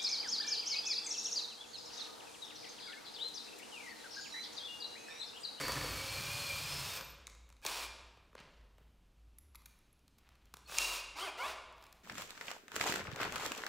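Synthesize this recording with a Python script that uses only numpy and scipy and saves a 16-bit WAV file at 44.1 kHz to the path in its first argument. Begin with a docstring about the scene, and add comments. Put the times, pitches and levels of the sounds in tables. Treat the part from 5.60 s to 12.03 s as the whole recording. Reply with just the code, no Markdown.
"""A cordless drill bores through a pine block on a workbench, brakes, and is then blipped four times while
the chuck is opened and closed on a new bit. Gears are near sines on the mesh pitch; brushes and fan are shaped
noise. Noise pulsed once a turn rings block and bench; short noise scrapes ring chuck and bit; rubs are grainy
noise. A large hard-walled workshop adds a diffuse noise tail, over steady hiss and a low hum. Mono in two channels."""
import sys
import numpy as np
from scipy import signal
from scipy.fft import rfft, irfft
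from scipy.io import wavfile

SR = 44100
rng = np.random.default_rng(int(sys.argv[2]) if len(sys.argv) > 2 else 0)


def wav_record(signal):
    """Record a signal, one row per channel, as 16-bit PCM in the file named by sys.argv[1]."""
    frames = np.transpose(np.atleast_2d(signal))
    bounded = np.clip(frames, -1, 1)
    # unit amplitude maps onto the largest positive 16-bit level
    quanta = np.round(bounded * 32767).astype(np.int16)
    wavfile.write(sys.argv[1], SR, quanta)


N = 283739

# trigger pulls, one list each: t/s, gear mesh f/Hz, gear reference level/dB, whirr level/dB
PULLS = [
    [(0, 2262, -59, -46), (.3, 2242, -62, -45.5), (.42, 2297, -55.5, -46), (.78, 2450, -53.5, -44.5),
     (.94, 2389, -51, -45), (1.05, 2457, -75, -45), (1.26, 2634, -60.5, -44.5), (1.33, 2630, -75, -46),
     (1.375, 2392, -60, -46), (1.42, 2290, -66, -64)],
    [(2.015, 2396, -76, -67), (2.046, 2413, -61, -54), (2.066, 2456, -56, -42), (2.16, 2492, -63.5, -44),
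     (2.248, 2416, -58.5, -45), (2.29, 2440, -74, -64)],
    [(5.06, 2500, -92, -75), (5.09, 2580, -61, -54), (5.13, 2603, -76, -47.5), (5.162, 2698, -61, -44),
     (5.19, 2756, -43.5, -38.5), (5.25, 2775, -44.5, -41), (5.314, 2795, -44.5, -43.5),
     (5.34, 2640, -52, -41.5), (5.385, 2530, -53.5, -46.5), (5.42, 2470, -51, -47)],
    [(5.55, 2187, -58, -64), (5.578, 2521, -57, -47), (5.605, 3042, -51.5, -45), (5.64, 3263, -48.5, -48),
     (5.665, 3160, -50.5, -48), (5.68, 2554, -50, -50), (5.71, 2110, -52, -47)],
    [(5.77, 1900, -62, -52), (5.798, 2064, -52, -49.5), (5.852, 2506, -48.5, -47.5),
     (5.89, 2875, -57.5, -45.5), (5.95, 2570, -66, -54)],
]


def from_db(db):
    """Decibels to amplitude gain."""
    return 10 ** (np.asarray(db) / 20)


def rms_one(x):
    """Scale to unit rms."""
    return x / np.sqrt(np.mean(x ** 2) + 1e-20)


def butter(x, order, hz, kind):
    """Butterworth filter."""
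    return signal.sosfilt(signal.butter(order, hz, kind, fs=SR, output="sos"), x)


def in_time(rows):
    """Columns interpolated to samples, and a gate that is open while the table lasts."""
    s, *columns = np.transpose(rows)
    t = np.arange(N) / SR
    opening = np.clip((t - s[0]) / 0.015, 0, 1) if s[0] > .01 else 1
    closing = np.clip((s[-1] - t) / 0.024, 0, 1)
    return [np.interp(t, s, c) for c in columns], opening * closing


def at_hz(points, hz):
    """Read a frequency table on a log-frequency axis."""
    table_hz, values = np.transpose(points)
    return np.interp(np.log(hz), np.log(table_hz), values)


def drift(rate_hz):
    """Low-passed noise of unit rms, computed at every 40th sample."""
    r = np.exp(-2 * np.pi * rate_hz * 40 / SR)
    white = rng.standard_normal(N // 40 + 2002)
    slow = signal.lfilter([1], [1, -2 * r, r * r], white)[2000:]   # drop the settling
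    return np.interp(np.arange(N) / 40, np.arange(len(slow)), rms_one(slow))


def coloured(spectrum):
    """Steady noise of the given spectral shape, unit rms."""
    hz = np.maximum(np.fft.rfftfreq(N, 1 / SR), 1)
    shaped = rfft(rng.standard_normal(N)) * from_db(at_hz(spectrum, hz))
    return rms_one(irfft(shaped, N))


def resonate(x, modes):
    """Parallel two-pole resonances, peak gain set by level, signs alternating."""
    out = 0
    for k, (hz, width_hz, level_db) in enumerate(modes):
        r = np.exp(-np.pi * abs(width_hz) / SR)
        b = [(1 - r * r) / 2, 0, -(1 - r * r) / 2]
        a = [1, -2 * r * np.cos(2 * np.pi * hz / SR), r * r]
        out = out + (-1) ** k * from_db(level_db) * signal.lfilter(b, a, x)
    return out


def whine(hz, wobble, flutter_db):
    """Near sine whose pitch (rms share) and level (rms dB) shake."""
    phase = 2 * np.pi * np.cumsum(hz * (1 + wobble * drift(60.2))) / SR
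    sine = np.sin(phase + rng.uniform(0, 2 * np.pi))
    return np.sqrt(2) * sine * from_db(flutter_db * drift(47))


def gears():
    """Gear train: partials at fixed multiples of the mesh pitch, which follows each trigger pull."""
    # gear train partials: multiple of mesh pitch, then level re gear reference/dB in each of the five pulls
    partials = [(.125, -36, -20, -48, -12, -31), (.235, -6, -15, -27, -4.5, -5),
                (.36, -36, -8, -13, -1.5, -4.5), (.46, -15.5, -9, -13.5, -1, 3),
                (.67, -20, -4, -26, -7, -1), (1.0, 1.5, 1.5, 1.5, 0.5, 0), (1.4, -6.5, 7, -9.5, -9, -2),
                (1.991, -4, -11, -18, -15, -25), (2.88, -19, -36, -20, -7, -24),
                (3.499, -10, -14, -20, -17, -22)]
    # pitch shake in each pull, rms share of the pitch
    pull_wobble = [.008, .03, .009, .045, .022]
    # extra level of the partials above the mesh pitch in each pull/dB
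    pull_upper_db = [-2.5, -15, 1, -6.5, -2.5]
    out = np.zeros(N)
    for pull, rows in enumerate(PULLS):
        (mesh_hz, mesh_db, _), gate = in_time(rows)
        for multiple, *levels_db in partials:
            upper_db = pull_upper_db[pull] if multiple > 1.2 else 0
            level_db = mesh_db + levels_db[pull] + upper_db
            partial = whine(multiple * mesh_hz, pull_wobble[pull], flutter_db=3.5)
            out += gate * from_db(level_db) * partial
    return out


def brushes_and_fan():
    """Whirr: fluttering broadband noise plus housing and chuck resonances, retuned in tone for each pull."""
    # brush, fan and gear noise spectrum: f/Hz, relative level/dB
    whirr_spectrum = [(150, -28), (250, -17.5), (570, -8.5), (768, -8), (1150, -4.5), (1940, -9.5),
                      (2400, -4), (3650, -4), (4350, -6), (14300, -24), (15700, -20.5), (16500, -48)]
    # housing and chuck resonances: f/Hz, width/Hz, relative level/dB
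    housing_modes = [(1120, 105, -7.5), (2520, 220, 0.5), (4620, 700, -3.5), (5680, 250, -7)]
    # gain below 2 kHz in each pull/dB
    pull_growl_db = [-0.5, 2.5, 1, 3.5, 7]
    # gain above 6 kHz in each pull, at its loudest whirr/dB
    pull_treble_db = [6.5, 5, 6.5, 1.5, 2]
    treble_db_per_db, treble_floor_db = -0.02, -7   # treble gain falls slightly as whirr rises
    noise = coloured(whirr_spectrum) * from_db(1.54 * drift(270))
    ringing = from_db(8.0) * resonate(rms_one(rng.standard_normal(N)), housing_modes)
    whirr = rms_one(butter(noise + ringing, 4, 230, "high"))   # a small body sheds no bass
    treble = butter(whirr, 2, 6000, "high")
    growl = butter(whirr, 2, 2000, "low")
    out = np.zeros(N)
    for pull, rows in enumerate(PULLS):
        (_, _, whirr_db), gate = in_time(rows)
        treble_db = pull_treble_db[pull] + treble_db_per_db * (whirr_db - whirr_db.max())
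        treble_gain = from_db(np.maximum(treble_db, treble_floor_db))
        growl_gain = from_db(pull_growl_db[pull])
        tilted = whirr + (treble_gain - 1) * treble + (growl_gain - 1) * growl
        out += gate * from_db(whirr_db) * tilted
    return out


def other_whines():
    """Single near sines with pitches of their own, level wavering."""
    # four in the first pull, a squeak as the third starts, a steel ring outlasting the brake:
    # t/s, f/Hz, level/dB
    whines = [
        [(0, 4220, -56), (.25, 4296, -64), (.6, 4263, -51.5), (1.27, 4240, -58), (1.3, 4180, -68)],
        [(0, 4587, -55), (.15, 4580, -51.5), (.3, 4380, -55.5), (.45, 4200, -71)],
        [(.95, 4680, -66), (1.03, 4880, -57), (1.1, 5090, -53), (1.32, 5440, -57.5), (1.385, 5133, -56)],
        [(1.2, 3590, -66), (1.25, 3660, -59), (1.31, 3730, -59), (1.35, 3580, -61), (1.375, 3340, -47.5),
         (1.4, 3300, -67)],
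        [(5.05, 4370, -68), (5.068, 4300, -60), (5.095, 4430, -66)],
        [(0, 14000, -62), (1.1, 13930, -66), (1.38, 13900, -58), (1.49, 13930, -66), (1.62, 14040, -95)],
    ]
    # pitch shake of each, rms share of the pitch
    whine_shake = [.0015, .009, .02, .006, .02, .007]
    waver_db, waver_hz = 2, 4.4
    out = np.zeros(N)
    for rows, shake in zip(whines, whine_shake):
        (hz, level_db), gate = in_time(rows)
        level_db = level_db + waver_db * drift(waver_hz)
        out += gate * from_db(level_db) * whine(hz, shake, flutter_db=3.5)
    return out


def boring():
    """The flutes tear fibres once a turn; block and bench top ring along."""
    # bit in the wood: t/s, bench hum level/dB, block rasp level/dB
    cut = [(0, -55, -47), (.2, -53.5, -47.5), (.43, -54, -54), (.85, -53, -64.5), (1.15, -57.5, -57.5),
           (1.3, -53, -65.5), (1.41, -68.5, -54), (1.45, -73, -60)]
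    # bench top resonances: f/Hz, width/Hz, relative level per pass/dB
    bench_modes = [(60, 25, -2), (92, 23, 3.5), (131.5, 58, 1)]
    # pine block resonances: f/Hz, width/Hz, relative level/dB
    block_modes = [(270, 60, -2.5), (502, 97, 0), (745, 88, -6), (1034, 210, -2.5), (1800, 470, -4.5)]
    spindle_hz = 25.26
    waver_db, waver_hz = 3, 11.7   # uneven grain
    (bench_db, block_db), gate = in_time(cut)
    phase = 2 * np.pi * spindle_hz * np.arange(N) / SR + 0.9 * drift(4.6)
    tearing = rng.standard_normal((2, N)) * (1 + .5 * np.sin(phase))
    bench = rms_one(resonate(resonate(tearing[0], bench_modes), bench_modes))   # two passes
    block = rms_one(resonate(tearing[1], block_modes))
    hum = from_db(bench_db + waver_db * drift(waver_hz)) * bench
    rasp = from_db(block_db + waver_db * drift(waver_hz)) * block
    return gate * (hum + rasp)


def clicks():
    """Each contact is a scrape of a few milliseconds that drives the broad modes of wood, plastic and steel."""
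    # contacts of drill, bench, bit, and dull blows:
    # t/s, level/dB, scrape time constant/ms, thud and knock offset/dB, ping, top and snap offset/dB
    drill_clicks = [(.011, -23.5, 2.2, -11, -13), (.081, -23.5, 2.2, -1.5, 1), (.12, -22.5, 1.5, -2, 0),
                    (.155, -28, 1.6, -1.5, -8), (1.363, -28, 1.5, -2, -1), (1.373, -31, 1.6, 2.5, -1),
                    (1.409, -32.5, 2.2, 3, 2.1), (1.669, -29, 1.4, -17, -15),
                    (1.677, -38.5, 1.04, 2.5, -11), (1.698, -42.5, 1.55, -18, -6),
                    (1.749, -49, 1.44, -1, 4), (1.89, -52, 1.8, 0, 3), (1.901, -45, 1.27, 4.5, -26),
                    (1.925, -47, 1.4, -6, -8), (1.966, -53, 1.6, -16, -12), (2.017, -52, 0.82, -1, 5),
                    (2.05, -24.5, 1.1, -0.5, 5), (2.063, -18, 2.7, -22, -1), (4.057, -40, 3.6, -5, 7.5),
                    (4.392, -60, 1.5, -8, 8), (4.479, -48.5, 1.5, -8, -1.1), (4.582, -53, 5.3, -7, 4),
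                    (4.69, -45, 0.81, -1, -2), (4.753, -54, 2.2, -7, 1), (4.855, -53, 2, -11, 2.1),
                    (4.939, -34, 2.1, -0.5, 4), (4.969, -36.5, 0.97, 1.5, 2), (5.085, -43, 0.98, 5, 1),
                    (5.096, -48.5, 1.6, 15.5, 7), (5.121, -42, 2, 14, 8), (5.184, -9.5, 1.7, -23, -4),
                    (6.125, -50, 1.7, 2, -9), (6.181, -50.5, 1.5, 2.1, -4), (6.225, -46.5, 1.8, -4, -3),
                    (6.239, -44, 1.7, -6, -2), (6.266, -43.5, 1.2, -15, 2), (6.326, -39.5, 1.6, -22, 3)]
    bench_knocks = [(2.572, -47, 2.5, 0, 0), (2.73, -47, 0.87, 7, 6), (2.751, -32, 1.95, 0.5, -12),
                    (2.801, -34.5, 2.7, -3, -.1), (3.182, -41, 1.2, -1, 5)]
    bit_pings = [(3.784, -49.5, 2.4, -5, 14.5), (3.947, -46.5, 2.7, 8, 0), (3.954, -40.5, 3.2, -9, 4.5),
                 (4.019, -57, 1.3, 11, 0), (4.189, -57.5, 1.5, 1, 3), (4.328, -66, 2.1, -7, 12.5)]
    thumps = [(2.05, -35.5, 4.0, 0, 0), (2.752, -47.5, 1.9, 0, 0), (3.205, -60.5, 8.0, 0, 0)]
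    # drive of each mode group by kind of contact: thud, knock, tick, steel ping, top, snap/dB
    drill_colour = (-11, 5, 6, -23, -8.5, -4.5)
    bench_colour = (-0.5, 3.5, -6, -25, -32, -22)
    bit_colour = (-18, -1, 5, 3, -20, -4.5)
    thump_colour = (10, 4, -25, -40, -40, -40)
    # modes in those six groups: f/Hz, width/Hz, level before width correction/dB
    click_modes = [
        [(142, 114, 3.5), (418, 204, 4.5)],
        [(1140, 430, 1.9)],
        [(2410, 600, -4), (4120, 1400, -4.5), (5420, 3030, -2.5), (6930, 4700, -11)],
        [(11000, 600, 3.5)],
        [(13200, 590, 0), (15000, 2100, -3)],
        [(9700, 10000, 3.5)],
    ]
    kinds = [(drill_clicks, drill_colour), (bench_knocks, bench_colour),
             (bit_pings, bit_colour), (thumps, thump_colour)]
    contacts = [row for rows, _ in kinds for row in rows]
    s, level_db, scrape_ms, low_db, bright_db = np.transpose(contacts)
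    colour_db = np.transpose([colour for rows, colour in kinds for _ in rows])
    drive_db = level_db + colour_db + [low_db, low_db, 0 * s, bright_db, bright_db, bright_db]
    ms = np.arange(600) * 1000 / SR
    age = ms / np.clip(scrape_ms[:, None], .2, 9)   # in time constants
    envelope = np.minimum(1.92 * age, 1) * np.exp(-age)
    scrape = np.tanh(rng.standard_normal(age.shape)) * envelope
    at = np.round(s * SR).astype(int)[:, None] + np.arange(len(ms))
    out = np.zeros(N)
    for group_db, modes in zip(drive_db, click_modes):
        force = np.full(N, 1e-18)
        np.add.at(force, at, from_db(group_db)[:, None] * scrape)
        for hz, width_hz, mode_db in modes:
            width_db = 10 * np.log10(3000 / width_hz)   # narrow modes gather less
            ringing = resonate(force, [(hz, width_hz, mode_db + width_db)])
            out += resonate(ringing, [(hz, 2 * width_hz, 0)])   # steeper skirts
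    return out


def rustle():
    """Sleeve, fingers and bit rub on bench and chuck: grainy friction noise with a dull and a bright part."""
    # rubs: start t/s, swell/s, fade/(dB/s), dull part level/dB, bright part level/dB
    rubs = [(2.752, 0.029, 90, -58, -82), (3.17, .01, 90, -77.5, -82), (4.05, .015, 59, -77, -77),
            (4.57, .1, 66, -72, -86), (4.8, 0.26, 300, -77, -83), (6.15, .08, 132, -63.5, -69.5),
            (6.33, 0.092, 30, -77, -78)]
    swell_db = 13   # a rub starts this far under its top
    grains = rng.standard_normal(N) * from_db(4.1 * drift(120))
    dull = rms_one(butter(grains, 2, [430, 3420], "band"))
    bright = rms_one(butter(grains, 2, 4600, "high"))
    out, t = 0, np.arange(N) / SR
    for s, swell_s, fade_db_per_s, dull_db, bright_db in rubs:
        late_s = t - s - swell_s   # after the top
        shape_db = np.minimum(swell_db * late_s / swell_s, -fade_db_per_s * late_s)
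        shape = (t > s) * from_db(shape_db)
        out = out + shape * (from_db(dull_db) * dull + from_db(bright_db) * bright)
    return out


def workshop(x):
    """Diffuse noise tail that swells briefly and dies band by band."""
    # reverberation time: f/Hz, T60/s
    room_t60 = [(100, 0.98), (250, 1.04), (500, 1.38), (1400, 1.08), (3700, 0.93), (8000, 0.67),
                (15000, 0.22)]
    room_db, build_s = -8, 0.017
    t = np.arange(int(1.6 * SR)) / SR
    edges_hz = 60 * 2 ** np.arange(0, 8.6, .5)   # half octaves
    white, tail = rng.standard_normal((2, len(t))), 0
    for k, (low_hz, high_hz) in enumerate(zip(edges_hz, edges_hz[1:])):
        band = butter(white[k % 2], 2, [low_hz, high_hz], "band")
        t60_s = at_hz(room_t60, np.sqrt(low_hz * high_hz))
        tail = tail + band * from_db(-60 * t / t60_s)
    tail = tail * (1 - np.exp(-(t / build_s) ** 2))
    tail = tail / np.sqrt(np.sum(tail ** 2))
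    lead = SR // 2   # mirrored lead-in: the room already rings at the start
    wet = signal.fftconvolve(np.r_[x[lead:0:-1], x], tail)
    return from_db(room_db) * wet[lead:lead + N]


def idle():
    """Idle workshop: steady shaped noise and a narrow hum whose pitch and level waver."""
    # hiss spectrum: f/Hz, relative level/dB
    hiss_spectrum = [(12, -42), (20, 2), (43, -8.5), (62, -3), (139, -11), (281, -15), (452, -22.5),
                     (1140, -26), (2060, -31), (2580, -27.5), (9950, -40.5), (13600, -41), (16500, -59)]
    # low hum: t/s, level/dB
    hum_levels = [(0, -58.5), (.35, -51), (.6, -69), (1.2, -67), (1.8, -63), (2.5, -67), (3.7, -64.5),
                  (4.05, -66), (4.35, -80), (5.2, -60.5), (5.8, -70.5), (6.43, -73)]
    hiss_db = -70.5
    hum_hz, hum_width_hz = 53.9, 12.3
    waver_db, waver_hz = 3.5, 4
    (hum_db,), _ = in_time(hum_levels)
    hum = whine(hum_hz + hum_width_hz / 2 * drift(4.88), wobble=0.0058, flutter_db=0.0)
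    hum = from_db(hum_db + waver_db * drift(waver_hz)) * hum
    return from_db(hiss_db) * coloured(hiss_spectrum) + hum


def scene():
    """Drill, wood, clicks and rustle in the room, over the idle floor; the same in both channels."""
    drill = gears() + brushes_and_fan() + other_whines()
    near = drill + boring() + clicks() + rustle()
    return np.tile(near + workshop(near) + idle(), (2, 1))


def record(dry):
    """Steep low-pass: 60 dB down from 16.4 kHz."""
    return signal.sosfilt(signal.cheby2(14, 60, 16400, fs=SR, output="sos"), dry)


dry = scene()
out = record(dry)
wav_record(out)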